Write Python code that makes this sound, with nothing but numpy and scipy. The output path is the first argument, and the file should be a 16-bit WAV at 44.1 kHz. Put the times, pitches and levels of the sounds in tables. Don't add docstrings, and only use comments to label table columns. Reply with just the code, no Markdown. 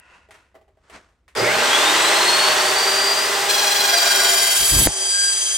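import sys
import numpy as np
from scipy import signal
from scipy.fft import rfft, irfft
from scipy.io import wavfile

SR = 44100
rng = np.random.default_rng(int(sys.argv[2]) if len(sys.argv) > 2 else 0)


def persist_wave(psi):
    counts = np.round(np.clip(psi, -1, 1) * 32767).astype(np.int16)
    wavfile.write(sys.argv[1], SR, np.atleast_2d(counts).T)


N = 245932
TIME = np.arange(N) / SR
FREQS = np.maximum(np.arange(N // 2 + 1) * SR / N, 1)

# f/Hz, relative level/dB
AIR_COLOUR = [(25, -29), (65, 8), (150, -13), (500, -14), (1000, -30), (8800, -44), (16000, -66)]
RUSTLE_COLOUR = [(90, -15), (200, -8.5), (700, -5.5), (1500, -4.5), (2800, -14), (4200, -17.5), (8500, -23),
                 (16000, -55)]
SNAP_COLOUR = [(300, -4), (2000, 11.5), (5000, -4), (9000, -4), (16000, -24)]
DRAUGHT_COLOUR = [(15, -32), (33, -17), (50, 5), (62, -3), (80, -2), (120, -6.5), (250, -13.5), (500, -19),
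                  (1200, -25.5), (4000, -70)]
ROAR_COLOUR = [(30, -66), (60, -28), (115, -20), (200, -18.5), (400, -8.5), (800, -4), (1950, -3),
               (2300, -5), (4600, -7), (9000, -11.5), (11500, -17), (16000, -46)]
RATTLE_COLOUR = [(300, -22), (900, 3.5), (1900, 2), (3300, 2.5), (4500, -4.5), (8000, -32), (16000, -107)]
GRIND_COLOUR = [(300, -39), (1000, -5.5), (2500, 1.5), (4500, 4.5), (6500, 2), (9000, 2.5), (11500, -3.5),
                (15500, -6)]
BRUSH_COLOUR = [(8000, -40), (11000, 0), (12500, 0), (15800, -3)]
RUB_COLOUR = [(3500, -33), (5500, 6), (8500, 3), (9600, 6), (10500, -39)]

# f/Hz, width/Hz, relative level/dB
HANDLE_MODES = [(398, 21, -1.5), (645, 28, -0.5), (810, 32, -8), (1120, 65, -16), (1940, 93, -17.5),
                (3050, 100, -31)]
HOUSING_MODES = [(397, 17.4, 2), (469, 11, -4.5), (611.4, 21.4, 2.5), (802, 20, -7.5), (1543, 14, -2.5),
                 (1940, 15, -5)]
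GEAR_CASE_MODES = [(2030, 420, -20), (3330, 360, -22), (3720, 180, -29), (3980, 120, -29.5),
                   (4330, 235, -20), (4644, 86, -26), (4724, 82, -24.5), (4765, 27, -27.5)]
SCRAPE_MODES = [(970, 140, -2), (1450, 120, 0), (1930, 340, -2.5), (2670, 330, -2.5)]
OFFCUT_MODES = [(388, 15, 2), (476, 25, -5), (600, 25, -2), (683, 18, 2.5), (820, 97, -3)]
# f/Hz, width/Hz, level change/dB
GUARD_BANDS = [(310, 21, -1.5), (528, 30, -4), (730, 25, -4), (830, 45, 2.5), (952, 18, -3),
               (1030, 98, 2.5), (1507, 22, -5.5), (2250, 61, -4.5), (3430, 34, 1), (8200, 320, 3.5)]

# f/Hz, likeness from 0 to 1
STEREO_LIKENESS = [(120, 0.99), (480, 0.91), (950, 0.84), (1900, 0.62), (12000, 0.75)]
# f/Hz, level/dB
LEFT_LOUDER = [(200, 0.5), (900, -2.5), (2000, -1), (3300, 3), (9000, -0.5)]
# f/Hz, phase/rad
LEFT_AHEAD = [(100, -0.4), (2000, -0.58), (3100, 0.2), (8600, -1.03), (11000, -3.5), (12000, -0.5)]

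# t/s, level/dB, rise/(dB/s), fall/(dB/s)
RUSTLES = [(.16, -53.5, 60, 140), (.35, -54.5, 520, 115), (.85, -70, 300, 150), (0.952, -40.5, 320, 305),
           (1.07, -63, 58, 97)]
SCRAPES = [(.15, -52.5, 25, 110), (.36, -62.5, 400, 77)]
# t/s, snap level/dB, knock level/dB
TAPS = [(.288, -66, -52.5), (0.308, -47, -60), (0.342, -57, -59), (0.544, -72, -50), (.552, -80, -42.5),
        (.612, -74, -56), (.68, -74, -57), (0.772, -78, -60), (0.898, -48, -50), (1.09, -69, -68),
        (1.28, -52, -62), (1.351, -32.5, -51)]
# t/s, level/dB, hold/s
GUSTS = [(4.618, -33.5, .015), (4.735, -20, 0.086), (4.867, -18.5, 0.0065)]
# f/Hz, level/dB, time to fade by 60 dB/s
CASING_MODES = [(1720, 16, 0.0015), (604, 7, 0.0042), (310, -24, 0.021), (86.4, -19, 0.064)]

# speed gained/(turns/s), time constant/s
SPIN_UP = [(96.59, .0771), (149.99, .2532), (171.78, .8734)]
# t/s, speed lost/(turns/s)
SPEED_LOSS = [(3.5, 0), (3.75, 7), (3.93, 12.4), (4.1, 19.3), (4.3, 26.5), (4.55, 27.7), (4.7, 26.5),
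              (5.05, 25.3), (5.58, 26)]
# multiple of its turning rate, relative level/dB
SHAFT_TONES = [(1, -10.5), (2, -15.5), (3, -18), (4, -17.5), (5, -14.5), (24, -14)]
# f/Hz, width/Hz, level/dB, loudest at t/s, fall/(dB/s)
FRAME_MODES = [(116, 4.5, -34, 1.428, 70), (372, 45, -25.5, 1.415, 68), (457, 41, -21, 1.385, 65),
               (600, 26, -22.5, 1.43, 70), (1340, 64, -28, 1.39, 78), (1550, 120, -23, 1.515, 70),
               (2150, 150, -23, 1.466, 80), (4320, 140, -33, 1.55, 140), (4930, 170, -27, 1.365, 75)]
# t/s, half length/s
WHINE_DIPS = [(1.666, .025), (1.943, 0.016), (2.023, .014), (2.125, 0.016), (2.197, 0.0088),
              (2.271, 0.0089), (2.38, 0.0068), (2.557, 0.017), (2.742, 0.013), (2.859, 0.01),
              (3.156, 0.015), (3.303, .03), (3.887, .04)]

# multiple of the tooth rate, relative level/dB, left-right phase/rad
TOOTH_TONES = [(1, 2.5, 2.5), (2, 3, 1.56), (3, 3.5, -1.06), (4, 0, -1), (5, 1, 2), (6, 1.5, 0.3),
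               (7, 3.5, 4.5), (8, -5.5, 0.5)]
# multiple of half the tooth rate, relative level/dB
PAIR_TONES = [(1, -6.5), (3, -4.5), (4, -6), (5, 1.7), (7, -2.5), (10, -18)]
# multiple of the tooth rate, t/s, half length/s, boost/dB
SINGS = [(1, 5.22, 0.11, 14), (3, 5.21, 0.2, 9.5), (4, 5.52, .1, 4), (5, 5.23, .18, 5.5), (5, 4.75, .11, 3)]
# f/Hz, width/Hz, level/dB, loudest at t/s
TUBE_MODES = [(686.3, 16, -27.5, 4.16), (804, 29, -33, 3.68), (1460, 8.4, -26.5, 4.126),
              (1618, 53, -29.5, 4.17), (2058, 14, -30, 4.21), (2397, 60, -30, 4.2), (2520, 78, -36, 3.6),
              (3255, 41, -29, 3.7), (3750, 50, -34, 4.2), (4060, 60, -27.5, 3.8), (4560, 30, -35, 4.6),
              (4745, 50, -26.5, 4.2), (4890, 56, -29, 3.9), (5140, 40, -31, 4.3), (5435, 35, -28.5, 4.4),
              (5665, 50, -28.5, 4.1), (5700, 88, -35, 3.5), (6580, 53, -35.5, 3.78),
              (7000, 60, -31.5, 4.65), (7140, 71, -27, 4.25), (8180, 60, -33, 3.76), (8742, 60, -32, 4.2),
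              (8760, 49, -32, 4.55)]
GRIND_DB = (-23.5, 3.5, -0.5, -8.5)
SCREAM_DB = (-38.5, 10.5, 1.5, -3)
TILT_DB_PER_OCTAVE = (-3.5, -0.5, 8.5, 0.3)
ODD_DB = (2.5, -6.5, 2.5, -2)
PAIR_DB = (-29, 1.5, -19, -20)
THROB_DEPTH_DB = (3.5, -1.5, -1, -0.16)

TEETH_PER_MOTOR_TURN, BLADE_TEETH, GEAR_TEETH = 4.096, 72, 12
START_S, TOUCH_S, SETTLE_S = 1.35, 3.484, 4.167
THROUGH_S, BREAK_LENGTH_S, CHIP_S = 4.866, 0.013, 4.8718


def from_db(db):
    return 10 ** (np.asarray(db) / 20)


def unit_power(x):
    return x / np.sqrt(np.mean(x ** 2) + 1e-20)


def ramp(start_s, length_s):
    return np.clip((TIME - start_s) / length_s, 0, 1)


def bump(s, half_length_s):
    return np.exp(-((TIME - s) / half_length_s) ** 2)


def swell(s, db, rise_db_per_s, fall_db_per_s, hold_s=0):
    before, after = np.maximum(s - TIME, 0), np.maximum(TIME - s - hold_s, 0)
    return from_db(db - rise_db_per_s * before - fall_db_per_s * after)


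def curve(points):
    hz, value = np.transpose(points)
    return np.interp(np.log(FREQS), np.log(hz), value)


def resonances(modes, at=FREQS):
    return np.sqrt(sum(from_db(2 * db) / (1 + ((at - hz * hz / at) / width) ** 2)
                       for hz, width, db in modes))


def drift(rate_hz):
    pole = np.exp(-40 * np.pi * rate_hz / SR)
    slow = signal.lfilter([1], [1, -2 * pole, pole * pole], rng.standard_normal(N // 20 + 4002))[4000:]
    return np.interp(np.arange(N) / 20, np.arange(len(slow)), unit_power(slow))


def noise(gain):
    mid, side = rng.standard_normal((2, len(FREQS))) + 1j * rng.standard_normal((2, len(FREQS)))
    alike = curve(STEREO_LIKENESS)
    spectrum = np.sqrt(1 + alike) * mid + np.sqrt(1 - alike) * side * [[1], [-1]]
    return unit_power(irfft(gain * spectrum, N))


def coloured_noise(colour, gain=1):
    return noise(from_db(curve(colour)) * gain)


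def tone(cycles, rough, width_hz, lead=0):
    rough = np.clip(rough, 0, 1)
    smear = np.array([drift(width_hz) + 1j * drift(width_hz) for side in range(2)]) / np.sqrt(2)
    smear = (smear + smear[::-1] / 2) / np.hypot(1, 1 / 2)
    strength = np.sqrt(1 - rough) + np.sqrt(rough) * smear
    offset = np.exp(.5j * lead * np.array([[1], [-1]]))
    return np.sqrt(2) * np.real(strength * offset * np.exp(2j * np.pi * cycles))


def place_saw(sound):
    half = from_db(curve(LEFT_LOUDER) / 2) * np.exp(.5j * curve(LEFT_AHEAD))
    return irfft(rfft(sound) * np.array([half, 1 / half]), N)


def workshop(hum_hz=58.6):
    air = from_db(-67) * coloured_noise(AIR_COLOUR)
    return air + from_db(-66.5) * noise(resonances([(hum_hz, 14, 0)]))


def tap_fades(column, fade_s, echo_db, echo_s=0.49):
    gain = np.zeros(N)
    for tap in TAPS:
        age = np.maximum(TIME - tap[0], 0)
        fade = from_db(-60 * age / fade_s) + from_db(echo_db - 60 * age / echo_s)
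        gain += (age > 0) * from_db(tap[column]) * fade
    return gain


def operator():
    friction = from_db(0.5 + 1.4 * drift(90))
    rustle = sum(swell(*move) for move in RUSTLES) * coloured_noise(RUSTLE_COLOUR)
    scrape = sum(swell(*nudge) for nudge in SCRAPES) * noise(resonances(SCRAPE_MODES) ** 2)
    snaps = tap_fades(column=1, fade_s=0.13, echo_db=-10) * coloured_noise(SNAP_COLOUR)
    knocks = tap_fades(column=2, fade_s=0.15, echo_db=-24) * noise(resonances(HANDLE_MODES))
    return friction * (rustle + scrape) + snaps + knocks


def draught():
    puffs = sum(swell(s, db, rise_db_per_s=597, fall_db_per_s=620, hold_s=hold) for s, db, hold in GUSTS)
    return puffs * coloured_noise(DRAUGHT_COLOUR)


def chip_thump():
    age = np.maximum(TIME - CHIP_S, 0)
    return sum(from_db(db - 60 * age / fade_s) * np.sin(2 * np.pi * hz * age)
               for hz, db, fade_s in CASING_MODES)


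def offcut(through, clear_s=5.085):
    touching = 1 - ramp(clear_s, 0.02)
    buzz = touching * from_db(-38 + 2 * drift(60)) * noise(resonances(OFFCUT_MODES) ** 2)
    rub = from_db(-29.5) * coloured_noise(RUB_COLOUR)
    return through * (buzz + rub)


def shaft_motion():
    age = np.maximum(TIME - START_S, 0)
    free_speed = sum(gain * (1 - np.exp(-age / lag)) for gain, lag in SPIN_UP)
    pull = sum(gain / lag * np.exp(-age / lag) for gain, lag in SPIN_UP)
    lost = np.interp(TIME, *np.transpose(SPEED_LOSS))
    return np.maximum(free_speed - lost, 1), pull, lost / lost.max()


def fan(spun_up, guard, hiss_hz=2620):
    air = coloured_noise(ROAR_COLOUR, (0.59 + resonances(HOUSING_MODES)) * guard)
    hiss = irfft(rfft(air) / (1 + (hiss_hz / FREQS) ** 4), N)
    return from_db(4) * (air - 0.43 * (1 - spun_up) * hiss)


def gear_rattle(pace, pull, guard):
    strain = pace ** 5.2 * (pull / pull[TIME > START_S].mean()) ** 1.35
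    rasp = unit_power(from_db(1.5 * drift(150)))
    flare = 1 + swell(s=2.5, db=-1, rise_db_per_s=73, fall_db_per_s=130)
    return from_db(-16) * strain * rasp * flare * coloured_noise(RATTLE_COLOUR, guard)


def gear_whine(speed, turns, pull, load):
    dips = sum(bump(s, length) for s, length in WHINE_DIPS)
    flutter_db = 1.15 * drift(25) - 10.5 * dips
    knocking_db = 2 * np.minimum(pull / 90, 1) * drift(54)
    case = sum(from_db(db) * resonances([(hz, width, 0)], at=GEAR_TEETH * speed) ** 2
               for hz, width, db in GEAR_CASE_MODES)
    note = tone(GEAR_TEETH * turns, rough=.15, width_hz=30)
    octave = from_db(-24) * tone(2 * GEAR_TEETH * turns, rough=.3, width_hz=40)
    return from_db(flutter_db + knocking_db - 5 * load) * case * (note + octave)


def shaft_hum(turns, gain, guard):
    hum = sum(from_db(db) * tone(k * turns, rough=0.24, width_hz=6.6) for k, db in SHAFT_TONES)
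    return irfft(rfft(gain * hum) * guard, N)


def frame_jolt():
    return sum(swell(s, db, rise_db_per_s=190, fall_db_per_s=fall) * noise(resonances([(hz, width, 0)]))
               for hz, width, db, s, fall in FRAME_MODES)


def motor(speed, pull, load, through):
    turns, pace = np.cumsum(speed) / SR, speed / speed.max()
    running = ramp(START_S, 0.025) * from_db(-12.5 * ramp(start_s=4.28, length_s=0.78))
    roar_gain = running * swell(s=1.776, db=-19.5, rise_db_per_s=14, fall_db_per_s=3)
    spun_up = (speed / speed[-1]) ** 2
    guard = from_db(sum(db * np.exp(-((FREQS - hz) / width) ** 2) for hz, width, db in GUARD_BANDS))
    roar = roar_gain * fan(spun_up, guard)
    rattle = gear_rattle(pace, pull, guard)
    brushes = running ** 2 * pace * from_db(-36.5) * coloured_noise(BRUSH_COLOUR)
    whine = (1 - through) * gear_whine(speed, turns, pull, load)
    hum = shaft_hum(turns, roar_gain * spun_up, guard)
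    return roar + brushes + hum + running * (rattle + whine + frame_jolt())


def tube_ring():
    shaking = noise(1)
    ring = np.zeros((2, N))
    for hz, width, db, s in TUBE_MODES:
        band = signal.butter(1, [hz - width / 2, hz + width / 2], "band", fs=SR, output="sos")
        mode = unit_power(signal.sosfilt(np.vstack([band, band]), shaking))
        ring += from_db(db) * bump(s, half_length_s=0.36) * mode
    return ring


def grinding(teeth):
    chips = (1 + 0.13 * np.cos(2 * np.pi * teeth)) * from_db(1.6 * drift(300))
    return chips * coloured_noise(GRIND_COLOUR)


def tooth_pairs(strikes):
    return sum(from_db(db) * tone(k * strikes / 2, rough=.55, width_hz=40) for k, db in PAIR_TONES)


def tooth_scream(strikes, blade_angle, tilt_db, odd_db, rough):
    flutter_db = 4.5 * ramp(5.33, .15) * np.cos(blade_angle)
    scream = np.zeros((2, N))
    for k, db, lead in TOOTH_TONES:
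        sing_db = sum(boost * np.exp(-((TIME - s) / length) ** 4)
                      for multiple, s, length, boost in SINGS if multiple == k)
        level_db = db + tilt_db * np.log2(k / 3) + odd_db * (k % 2) + sing_db + flutter_db * (k == 2)
        scream += from_db(level_db) * tone(k * strikes, rough, width_hz=31, lead=lead)
    return scream


def cutting(speed, load, through):
    settled = ramp(SETTLE_S, 0.66)
    grind_db, scream_db, tilt_db, odd_db, pair_db, throb_db = [
        first + loaded * load + even * settled + free * through
        for first, loaded, even, free
        in (GRIND_DB, SCREAM_DB, TILT_DB_PER_OCTAVE, ODD_DB, PAIR_DB, THROB_DEPTH_DB)]
    strike_db = 2 * (1 - ramp(TOUCH_S, 0.057))
    slack_db = -6.5 * through * bump(THROUGH_S, 0.12)
    bite = ramp(TOUCH_S, 0.0096) * from_db(strike_db + slack_db)
    teeth = TEETH_PER_MOTOR_TURN * np.cumsum(speed) / SR
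    contact_angle = -.15 + 1.75 * load
    blade_angle = 2 * np.pi * teeth / BLADE_TEETH + contact_angle
    throb = from_db(throb_db * (np.cos(blade_angle) + 0.2 * drift(6.7) - 0.84))
    grind = from_db(grind_db) * grinding(teeth)
    strikes = teeth + 0.024 * load * (1 - settled) * drift(180)
    rough = (throb_db / 4) ** 2
    scream = from_db(scream_db) * tooth_scream(strikes, blade_angle, tilt_db, odd_db, rough)
    pairs = from_db(pair_db) * tooth_pairs(strikes)
    cut = bite * (np.sqrt(throb) * grind + throb * scream + throb ** 0.96 * (tube_ring() + pairs))
    treble = irfft(rfft(cut) / (1 + (10200 / FREQS) ** 30), N)
    return cut + (from_db(-34 * through) - 1) * treble


def scene():
    background = workshop()
    speed, pull, load = shaft_motion()
    through = ramp(THROUGH_S, BREAK_LENGTH_S)
    saw = motor(speed, pull, load, through) + cutting(speed, load, through) + offcut(through)
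    return background + operator() + draught() + chip_thump() + place_saw(saw)


def record(dry):
    low_pass = signal.ellip(10, .2, 80, 15900, fs=SR, output="sos")
    return signal.sosfilt(low_pass, np.clip(dry, -.78, .78))


dry = scene()
out = record(dry)
persist_wave(out)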